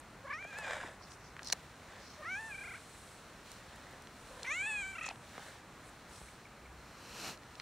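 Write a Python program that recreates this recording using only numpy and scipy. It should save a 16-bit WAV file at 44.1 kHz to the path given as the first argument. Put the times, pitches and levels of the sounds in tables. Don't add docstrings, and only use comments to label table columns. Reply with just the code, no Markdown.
import sys
import numpy as np
from scipy import signal
from scipy.fft import rfft, irfft, next_fast_len
from scipy.io import wavfile
from scipy.ndimage import map_coordinates

SR = 44100
rng = np.random.default_rng(int(sys.argv[2]) if len(sys.argv) > 2 else 0)


def master_out(mix):
    frames = np.transpose(np.atleast_2d(mix))
    ceiling = np.clip(frames, -1, 1)
    pcm = np.round(ceiling * 32767).astype(np.int16)
    wavfile.write(sys.argv[1], SR, pcm)


def nominal_scale(level):
    x = np.asarray(level, float) / 20
    return 10 ** x


N = 335601

# frequency_hz, level_db (per Hz)
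TOWN_SPECTRUM = [(20, -36), (40, -4.5), (65, -4), (130, -5), (250, -8), (400, -11), (1300, -11),
                 (1800, -14), (2500, -19), (3500, -33), (5200, -38), (8000, -31), (12500, -38),
                 (15800, -44)]
# frequency_hz, likeness (-1 to 1)
TOWN_LIKENESS = [(60, .9993), (150, .999), (380, .984), (950, 0.98), (2380, 0.975), (5980, 0.52),
                 (15000, -0.55)]
# frequency_hz, level_db (per Hz)
JACKET_SPECTRUM = [(2000, -1), (2900, 2), (3800, 1.5), (5000, -2), (6500, -3.5), (9000, -5.5),
                   (12000, -14.5), (15600, -16.5)]
# start_s, strongest_s, end_s, level_db
JACKET_MOVES = [(.45, .71, 0.76, -74), (1.05, 1.13, 1.09, -70), (1.4, 1.48, 1.7, -75), (1.5, 2.7, 4, -75),
                (3.6, 3.9, 4.4, -81), (3.44, 3.53, 3.62, -70.5), (4.1, 4.55, 5.1, -72.5),
                (5.2, 5.44, 5.62, -69), (5.65, 5.9, 6.4, -81.5), (6.07, 6.13, 6.5, -77.5),
                (7.4, 7.62, 8.6, -78)]
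# frequency_hz, level_db (per Hz)
FUR_SPECTRUM = [(3820, -47), (6500, -1), (7090, -2.5), (7810, 6.5), (8190, 6.5), (10400, 0.5),
                (12600, -11.5), (14000, -35)]
# start_s, strongest_s, end_s, level_db
FUR_STROKES = [(-.02, 0, 0.0035, -57), (.57, .59, 0.62, -66), (.63, .72, 1, -71), (1.08, 1.125, 1.17, -70),
               (1.42, 1.5, 1.24, -77), (2.28, 2.5, 2.85, -67.5), (2.6, 3.05, 3.26, -69),
               (3.47, 3.53, 4.8, -81), (4.12, 4.3, 5.5, -75.5), (4.35, 4.6, 5.5, -75),
               (5.36, 5.5, 5.56, -72), (5.81, 5.9, 5.9, -70), (6.08, 6.15, 6.4, -68),
               (6.22, 6.36, 5.5, -72), (7.45, 7.62, 7.7, -86)]
# time_s, peak_db, ring_hz
KNOCKS = [(.206, -47, 796), (.426, -38, 1450), (.449, -36, 900), (.587, -35.5, 604), (1.366, -37, 1070),
          (1.393, -38.5, 1480), (1.421, -40.5, 1100), (1.5, -33.5, 1040), (1.5262, -22, 2480),
          (1.527, -37.5, 614), (1.533, -32.5, 804), (3.517, -45, 3000), (4.0722, -47, 3030),
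          (5.126, -46, 2400), (5.158, -44, 1600), (3.935, -42, 820), (4.072, -43, 1760),
          (5.379, -32.5, 670), (5.395, -40, 890), (6.215, -41.5, 800), (7.599, -30.5, 2300)]

# time_s, pitch_hz
PITCH = [
    [(.27, 552.3), (.365, 632), (.42, 808), (.445, 777), (.49, 836), (.54, 787), (.595, 875), (.66, 795),
     (.82, 753)],
    [(2.2, 639), (2.25, 614), (2.315, 753), (2.345, 769), (2.4, 883), (2.48, 892), (2.525, 798),
     (2.62, 815), (2.74, 803)],
    [(4.47, 488.6), (4.575, 736), (4.64, 834), (4.692, 893), (4.712, 844), (4.765, 837), (4.84, 768),
     (4.93, 780), (5.12, 762)],
]
# time_s, effort_db, opening (0-1)
EFFORT = [
    [(.232, -61, 0.14), (.256, -45.5, 0.12), (.283, -48.5, 0.5), (.33, -39, 0.8), (.375, -49, 0.72),
     (.415, -47.5, 0.89), (.5, -52.5, 0.75), (.6, -45.5, 0.68), (.8, -55.5, 0.8)],
    [(2.16, -58, 0.16), (2.215, -48.5, 0.06), (2.255, -46.5, 0.66), (2.325, -39, 0.83), (2.4, -43.5, 0.5),
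     (2.495, -48, 0.5), (2.525, -44, 0.9), (2.76, -48, 0.78), (2.81, -71, 1)],
    [(4.29, -55, 0.13), (4.441, -54.5, 0.05), (4.451, -48, 0.95), (4.52, -36.5, 0.87), (4.57, -39.5, 1),
     (4.66, -37.5, 0.79), (4.8, -39.5, 0.89), (4.87, -44, 0.78), (5.128, -56.5, 0.86)],
]
# palate_db (beside effort), palate_base_hz, palate_closes_s,
# mouth_shift_before_hz, mouth_shift_after_hz, palate_flutter_db
THROAT = [
    (-20, 1850, 0.6, 40, 0, 3.5),
    (-23, 1480, 2.5, -45, -57, 4),
    (-13, 3050, 4.95, 130, 263, 1),
]
# scatter_before (share of pitch), lock_s, slip_s, scatter_after (share of pitch)
HOARSE = [
    (.015, .31, .68, .018),
    (.04, 2.228, 2.745, .028),
    (.06, 4.465, 5.035, .035),
]
# time_s, pitch_drop (share), choke_db (just before)
OPENING_FLAPS = [(0.235, 0.045, 0), (.27, 0.14, -19), (0.2928, .1, -9), (0.3232, 0.18, -5),
                 (2.18, 0.095, -9), (2.22, 0.11, -7), (2.245, 0.12, -5), (2.42, 0.012, -10),
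                 (4.464, 0.046, -10), (4.494, 0.041, -4), (4.617, 0.028, 2), (4.652, 0.031, -1)]
# (each time_s, pitch_drop (share), choke_db)
FLAP_BOUTS = [
    (.016, 8, 2, .3, [(4.311, -.12, -10), (4.334, -.12, -14), (4.353, -.13, -14), (4.373, -.02, -14), (4.395, -.12, -14), (4.418, -.02, -16), (4.442, .02, -14)]),
    (.011, 5, 2, .5, [(2.546, 0.04, -8), (2.58, 0.05, -14), (2.61, 0.06, -12), (2.641, .17, -3), (2.677, .16, -3), (2.71, .17, -3), (2.739, .2, -8), (2.77, .11, -3)]),
    (.011, 55, 4, .26, [(4.931, 0.012, -17), (4.956, 0.12, -8), (4.986, .18, -12), (5.014, 0.18, -8), (5.031, .16, -3), (5.046, 0.19, -3), (5.063, 0.19, -3), (5.083, .18, -9), (5.102, .16, -5)]),
]
# opening (0-1), nose_db, jaw_db, mouth_db
MOUTH_OPENING = [(0, 2, -11.5, -39), (.3, -15.5, -1, -7), (.7, -26, 0, -0.5), (1, -32, -15.5, 3.5)]
# frequency_hz, level_db
NOSE = [(300, -12), (450, 6), (950, 4), (1100, -40)]
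# frequency_hz, level_db
JAW = [(800, -22.5), (1000, 4), (1150, 3), (1780, 1), (1900, -4.5), (2300, -68)]
# frequency_hz, level_db
MOUTH_SKIRT = [(1200, -33), (2000, -11.5), (2800, -24), (3300, -25), (3800, -29), (4500, -73)]
# overtone (multiple of pitch), level_db
PALATE = [(3, -27), (4, -6.5), (5, -16), (6, -37), (7, -13), (8, -8), (9, -0.5), (10, -9.5), (11, -17),
          (12, -31), (14, -40)]

# time_s, peak_db, ring_hz
TICKS = [(0.4246, -55, 2300), (0.5858, -43, 3590), (0.5862, -34.5, 7540), (1.5262, -26, 10980),
         (0.6044, -55, 3727), (0.8717, -44.5, 3400), (1.4316, -35.5, 5530), (1.4464, -40, 5720),
         (1.4556, -46, 5870), (1.4726, -37, 5600), (1.4854, -35, 5000), (1.4475, -46, 11000),
         (1.5222, -30, 6000), (.443, -48, 6500), (1.119, -42, 3600), (1.501, -29.5, 4300),
         (1.5259, -19, 5630), (1.5316, -26.5, 6000), (3.5169, -41, 8300), (3.7594, -49, 9600),
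         (3.9103, -49, 9800), (4.0223, -48, 7800), (4.4314, -32, 4800), (5.0892, -34.5, 3900),
         (5.1103, -47, 3500), (6.4504, -62, 4040), (7.3746, -47, 3310), (7.434, -48, 3200),
         (7.554, -44.5, 3390), (7.5988, -45, 3310), (7.6054, -44, 3330)]
# time_s, peak_db, ring_hz
CRUNCHES = [(.449, -40, 600), (.611, -44, 850), (.63, -46, 1650), (.672, -36, 820), (.684, -35, 1550),
            (.695, -40, 980), (.705, -44, 1500), (.718, -38, 1800), (.732, -45, 560), (.742, -43, 1400),
            (.76, -46, 1600), (.78, -41, 1700), (.803, -37, 1700), (.812, -54, 2700), (.829, -37, 1760),
            (.835, -37, 900), (.838, -40, 1750), (.845, -43.5, 285), (.861, -41, 1600), (1.011, -45, 930),
            (1.3928, -35.5, 1470), (5.086, -35, 710), (5.11, -38, 775), (5.064, -40, 752)]
# frequency_hz, level_db (per Hz)
GRIT_SPECTRUM = [(150, -16), (380, -25), (520, 0.5), (700, -3), (1270, -8.5), (1700, 0), (2400, -11.5),
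                 (2880, -15), (3700, -12), (4400, -30), (4950, -17), (5600, -27), (7500, -20), (12000, -50)]
# start_s, strongest_s, end_s, level_db
SCUFFS = [
    (.48, .56, 0.68, -56.5),
    (.6, .71, 0.79, -52.5),
    (.62, .76, 0.98, -51.5),
    (1.84, 1.95, 2.11, -60.5),
    (3.35, 3.95, 4.02, -65.5),
    (4.3, 4.44, 4.55, -60.5),
    (5.27, 5.4, 5.68, -61),
    (6.1, 6.24, 5.4, -69),
]
# time_s, length_s, level_db, ring_hz
CRINKLES = [(1.041, 0.027, -60, 5000), (1.122, 0.024, -59, 5770), (1.262, 0.06, -65.5, 5340),
            (1.477, 0.023, -47, 4900), (1.509, 0.018, -53, 5000), (1.5263, 0.0028, -30.5, 5800),
            (1.474, .008, -58, 9000), (1.528, .003, -38, 5500), (5.034, 0.0088, -53, 7010),
            (5.066, 0.012, -51, 6760), (2.078, 0.089, -62, 5040), (3.521, 0.026, -65, 7950),
            (6.156, 0.043, -64, 5230)]
# time_s, level_db
WHINE = [
    (3.47, -84),
    (3.55, -74),
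    (3.85, -75),
    (4.0, -84),
]
# start_s, strongest_s, end_s, level_db
LORRY_SWELLS = [
    (4.75, 4.9, 5.05, -70),
    (5.95, 6.15, 6.4, -61),
    (6.5, 6.78, 7, -62),
]
# frequency_hz, level_db (per Hz)
LORRY_SPECTRUM = [(45, -40), (58, 5), (64, 5), (72, -3), (90, -46.5)]
# time_s, peak_db, pitch_hz
BIRD_PIPS = [
    (6.282, -52, 2260),
    (6.4527, -48.5, 2240),
    (6.652, -51, 2240),
]
# time_s, level_db
SLEEVE_DRAG = [
    (6.75, -68),
    (6.95, -62.5),
    (7.1, -54),
    (7.2, -48),
    (7.27, -43),
    (7.31, -46),
    (7.345, -56),
    (7.38, -70),
]
# frequency_hz, level_db (per Hz)
SLEEVE_SPECTRUM = [(60, -37), (100, -5), (250, -6), (530, -7), (1730, -8.5), (2100, -13), (2700, -5.5),
                   (3480, -14), (4120, -9.5), (9200, -18), (10600, -25), (12000, -19), (13600, -35),
                   (15700, -33)]
# centre_hz, width_hz, level_db
CASE = [(4160, 130, -3), (5740, 170, -4), (6970, 160, -8), (15200, 500, -4)]


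def unit(x):
    return x / np.sqrt(np.mean(x ** 2) + 1e-20)


def along(points, hz):
    f, v = np.transpose(points)
    return np.interp(np.log(hz + 1), np.log(f + 1), v)


def curves(rows):
    s, *cols = np.transpose(rows)
    return [np.interp(np.arange(N) / SR, s, c) for c in cols]


def step(t, s, width):
    return .5 + .5 * np.tanh((t - s) / width)


def fade(rows, s):
    t = np.arange(N) / SR
    return np.clip(np.minimum(t - rows[0][0], rows[-1][0] - t) / s, 0, 1)


def swells(moves, pointed):
    t, strength = np.arange(N) / SR, np.zeros(N)
    for start, top, end, db in moves:
        u = np.interp(t, [start, top, end], [0, 1, 0])
        strength += nominal_scale(db) * np.abs(np.sin(np.pi / 2 * u)) ** pointed
    return strength


def wobble(rate, size=N):
    points = rng.standard_normal(int(size * rate / SR) + 4)
    return map_coordinates(points, [np.arange(size) * rate / SR])


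def coloured(x, gain):
    m = next_fast_len(N)
    return irfft(rfft(x, m) * gain(np.fft.rfftfreq(m, 1 / SR)), m)[..., :N]


def rush(spectrum, alike, grain_db, grain_rate):
    def middle_and_side_gain(hz):
        turn = np.arccos(np.clip(along(alike, hz), -1, 1)) / 2
        return nominal_scale(along(spectrum, hz)) * [np.cos(turn), np.sin(turn)]

    pair = rng.standard_normal((2, N)) * nominal_scale(grain_db * wobble(grain_rate))
    mid, side = coloured(pair, middle_and_side_gain)
    return unit(np.array([mid + side, mid - side]))


def ring(x, hz, spread):
    band = [hz / spread, min(hz * spread, SR / 2.2)]
    return signal.lfilter(*signal.butter(2, band, "band", fs=SR), x)


def contacts(events, t60, spread, side):
    out, t = np.zeros((2, N + SR)), np.arange(SR // 40) / SR
    for s, db, hz in events:
        crack = rng.standard_normal((2, len(t))) * nominal_scale(-60 * t / t60)
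        mid, apart = ring(crack, hz, spread)
        hit = np.array([np.roll(mid, 1) + side * apart, mid - side * apart])
        out[:, round(s * SR):][:, :len(t)] += nominal_scale(db) * hit / np.abs(mid).max()
    return out[:, :N]


def town():
    level_db = -55.4 + .3 * wobble(1.3)
    return nominal_scale(level_db) * rush(TOWN_SPECTRUM, TOWN_LIKENESS, grain_db=.3, grain_rate=6)


def jacket():
    moving = nominal_scale(-72) + swells(JACKET_MOVES, pointed=0.78)
    alike = [(2000, 0.96), (5000, 0.75), (12000, 0.27)]
    return moving * nominal_scale(6.0) * rush(JACKET_SPECTRUM, alike, grain_db=1.0, grain_rate=610)


def fur():
    stroking = swells(FUR_STROKES, pointed=1.0)
    alike = [(7000, 1.0), (13000, 0.47)]
    return stroking * nominal_scale(5) * rush(FUR_SPECTRUM, alike, grain_db=1.0, grain_rate=180)


def knocks():
    return contacts(KNOCKS, t60=.011, spread=1.8, side=.08)


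def trill():
    t, slack, gain_db = np.arange(N) / SR, np.zeros(N), np.zeros(N)
    opening_bout = (.008, -43, 2, .26, OPENING_FLAPS)
    for length, db_per_drop, square, width, flaps in [opening_bout] + FLAP_BOUTS:
        for s, drop, choke_db in flaps:
            u = (t - s) / length
            shape = np.where(u < 0, u / .45, u)
            bump = drop * np.exp(-np.abs(shape) ** square)
            slack = np.where(abs(bump) > abs(slack), bump, slack)
            choke = np.exp(-((u + 0.58) / width) ** 2)
            gain_db += db_per_drop * bump + choke_db * choke
    return 1 - slack, gain_db


def meow(pitch, rows, throat, hoarse, slack, flap_db):
    bright_db, base_hz, shut_s, shift_hz, shut_hz, flutter_db = throat
    before, lock_s, slip_s, after = hoarse
    span = slice(int(rows[0][0] * SR), int(rows[-1][0] * SR))
    t = np.arange(N)[span] / SR
    size = len(t)
    aim = curves(pitch)[0][span]
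    effort_db, opening = (c[span] for c in curves(rows))
    breath = (nominal_scale(flap_db) * fade(rows, 0.012))[span]

    lock_width_s = .015
    scatter = .004 + before * step(-t, -lock_s, lock_width_s) + after * step(t, slip_s, lock_width_s)
    folds_hz = aim * slack[span] * (1 + 0.00896 * wobble(55, size) + scatter * wobble(400, size))
    phase = 2 * np.pi * np.cumsum(folds_hz) / SR

    wide, *shares_db = np.transpose(MOUTH_OPENING)
    nose_db, jaw_db, mouth_db = (effort_db + np.interp(opening, wide, c) for c in shares_db)
    palate_width_s = 0.021
    closing = step(t, shut_s, palate_width_s)
    shut = closing + step(-t, -lock_s, palate_width_s)
    palate_db = effort_db + bright_db + flutter_db * wobble(45.3, size) + 1.5 * opening - 10.5 * shut
    mouth_hz = 1640 + shift_hz + (shut_hz - shift_hz) * closing + 0.77 * aim
    lift = 5.91 + base_hz / aim - 9

    puffs = unit(ring(rng.standard_normal(size) * (1 + np.cos(phase)), 2300, spread=1.5))
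    voice = nominal_scale(20.5 + mouth_db) * scatter * puffs * breath
    for k in range(1, 15):
        hz = k * folds_hz
        mouth = 1 / (1 + ((hz - mouth_hz) / 280) ** 4) + nominal_scale(along(MOUTH_SKIRT, hz))
        tract = nominal_scale(mouth_db) * mouth
        tract += nominal_scale(along(NOSE, hz) + nose_db)
        tract += nominal_scale(along(JAW, hz) + jaw_db)
        tract += nominal_scale(along(PALATE, k - lift * (k > 5)) + palate_db)
        shimmer = nominal_scale((1.0 + 0.045 * k + 28 * scatter) * wobble(70, size))
        voice += tract * shimmer * np.sin(k * phase + k * k * 0.403) * breath
    return span, voice


def cat():
    slack, flap_db = trill()
    voice = np.zeros(N)
    for call in zip(PITCH, EFFORT, THROAT, HOARSE):
        span, sound = meow(*call, slack, flap_db)
        voice[span] += sound
    return np.array([voice, 0.47 * voice + 0.47 * np.roll(voice, 1)]) * nominal_scale([[-.2], [.2]])


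def ticks():
    return contacts(TICKS, t60=.009, spread=1.5, side=.35)


def crunches():
    return contacts(CRUNCHES, t60=.022, spread=1.25, side=.08)


def shoes():
    alike = [(300, .995), (4000, .96)]
    grit = rush(GRIT_SPECTRUM, alike, grain_db=2.6, grain_rate=300)
    return swells(SCUFFS, pointed=1.3) * nominal_scale(5) * grit


def crinkle():
    out = np.zeros((2, N))
    t = np.arange(-SR // 5, SR // 5) / SR
    for s, length, db, hz in CRINKLES:
        grains = rng.standard_normal((2, len(t))) * nominal_scale(3.5 * wobble(364.5, len(t)))
        grains[1] = 0.5 * grains[0] + 0.9 * grains[1]
        snap = unit(ring(grains, hz, spread=1.18)) * np.exp(-(t / length) ** 2)
        out[:, round(s * SR) - SR // 5:][:, :len(t)] += nominal_scale(db) * snap
    return out


def whine():
    pitch_hz = 1910 * (1 + .004 * wobble(25))
    phase = 2 * np.pi * np.cumsum(pitch_hz) / SR
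    return nominal_scale(curves(WHINE)[0] + 3 * wobble(30)) * fade(WHINE, .02) * np.sin(phase)


def lorry():
    drone = rush(LORRY_SPECTRUM, [(60, .9993)], grain_db=.3, grain_rate=6)
    return swells(LORRY_SWELLS, pointed=1.2) * drone


def bird():
    return contacts(BIRD_PIPS, t60=.05, spread=1.05, side=.1)


def sleeve():
    dragging = nominal_scale(curves(SLEEVE_DRAG)[0]) * fade(SLEEVE_DRAG, 0.02)
    alike = [(1400, .998), (3100, 0.96), (15000, 0.71)]
    return dragging * rush(SLEEVE_SPECTRUM, alike, grain_db=0.5, grain_rate=120)


def scene():
    background = town() + whine() + lorry() + bird()
    cloth_and_fur = jacket() + fur() + crinkle() + sleeve()
    ground_and_bag = knocks() + ticks() + crunches() + shoes()
    return background + cloth_and_fur + ground_and_bag + cat()


def band_limit(x):
    return signal.sosfilt(signal.butter(12, 17000, fs=SR, output="sos"), x)


def record(dry):
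    def case_gain(hz):
        ringing = sum(nominal_scale(db) / (1 + ((hz - centre) / width) ** 2) for centre, width, db in CASE)
        return (1 + ringing) * (hz < 15750)

    return band_limit(coloured(dry, case_gain))


dry = scene()
out = record(dry)
master_out(out)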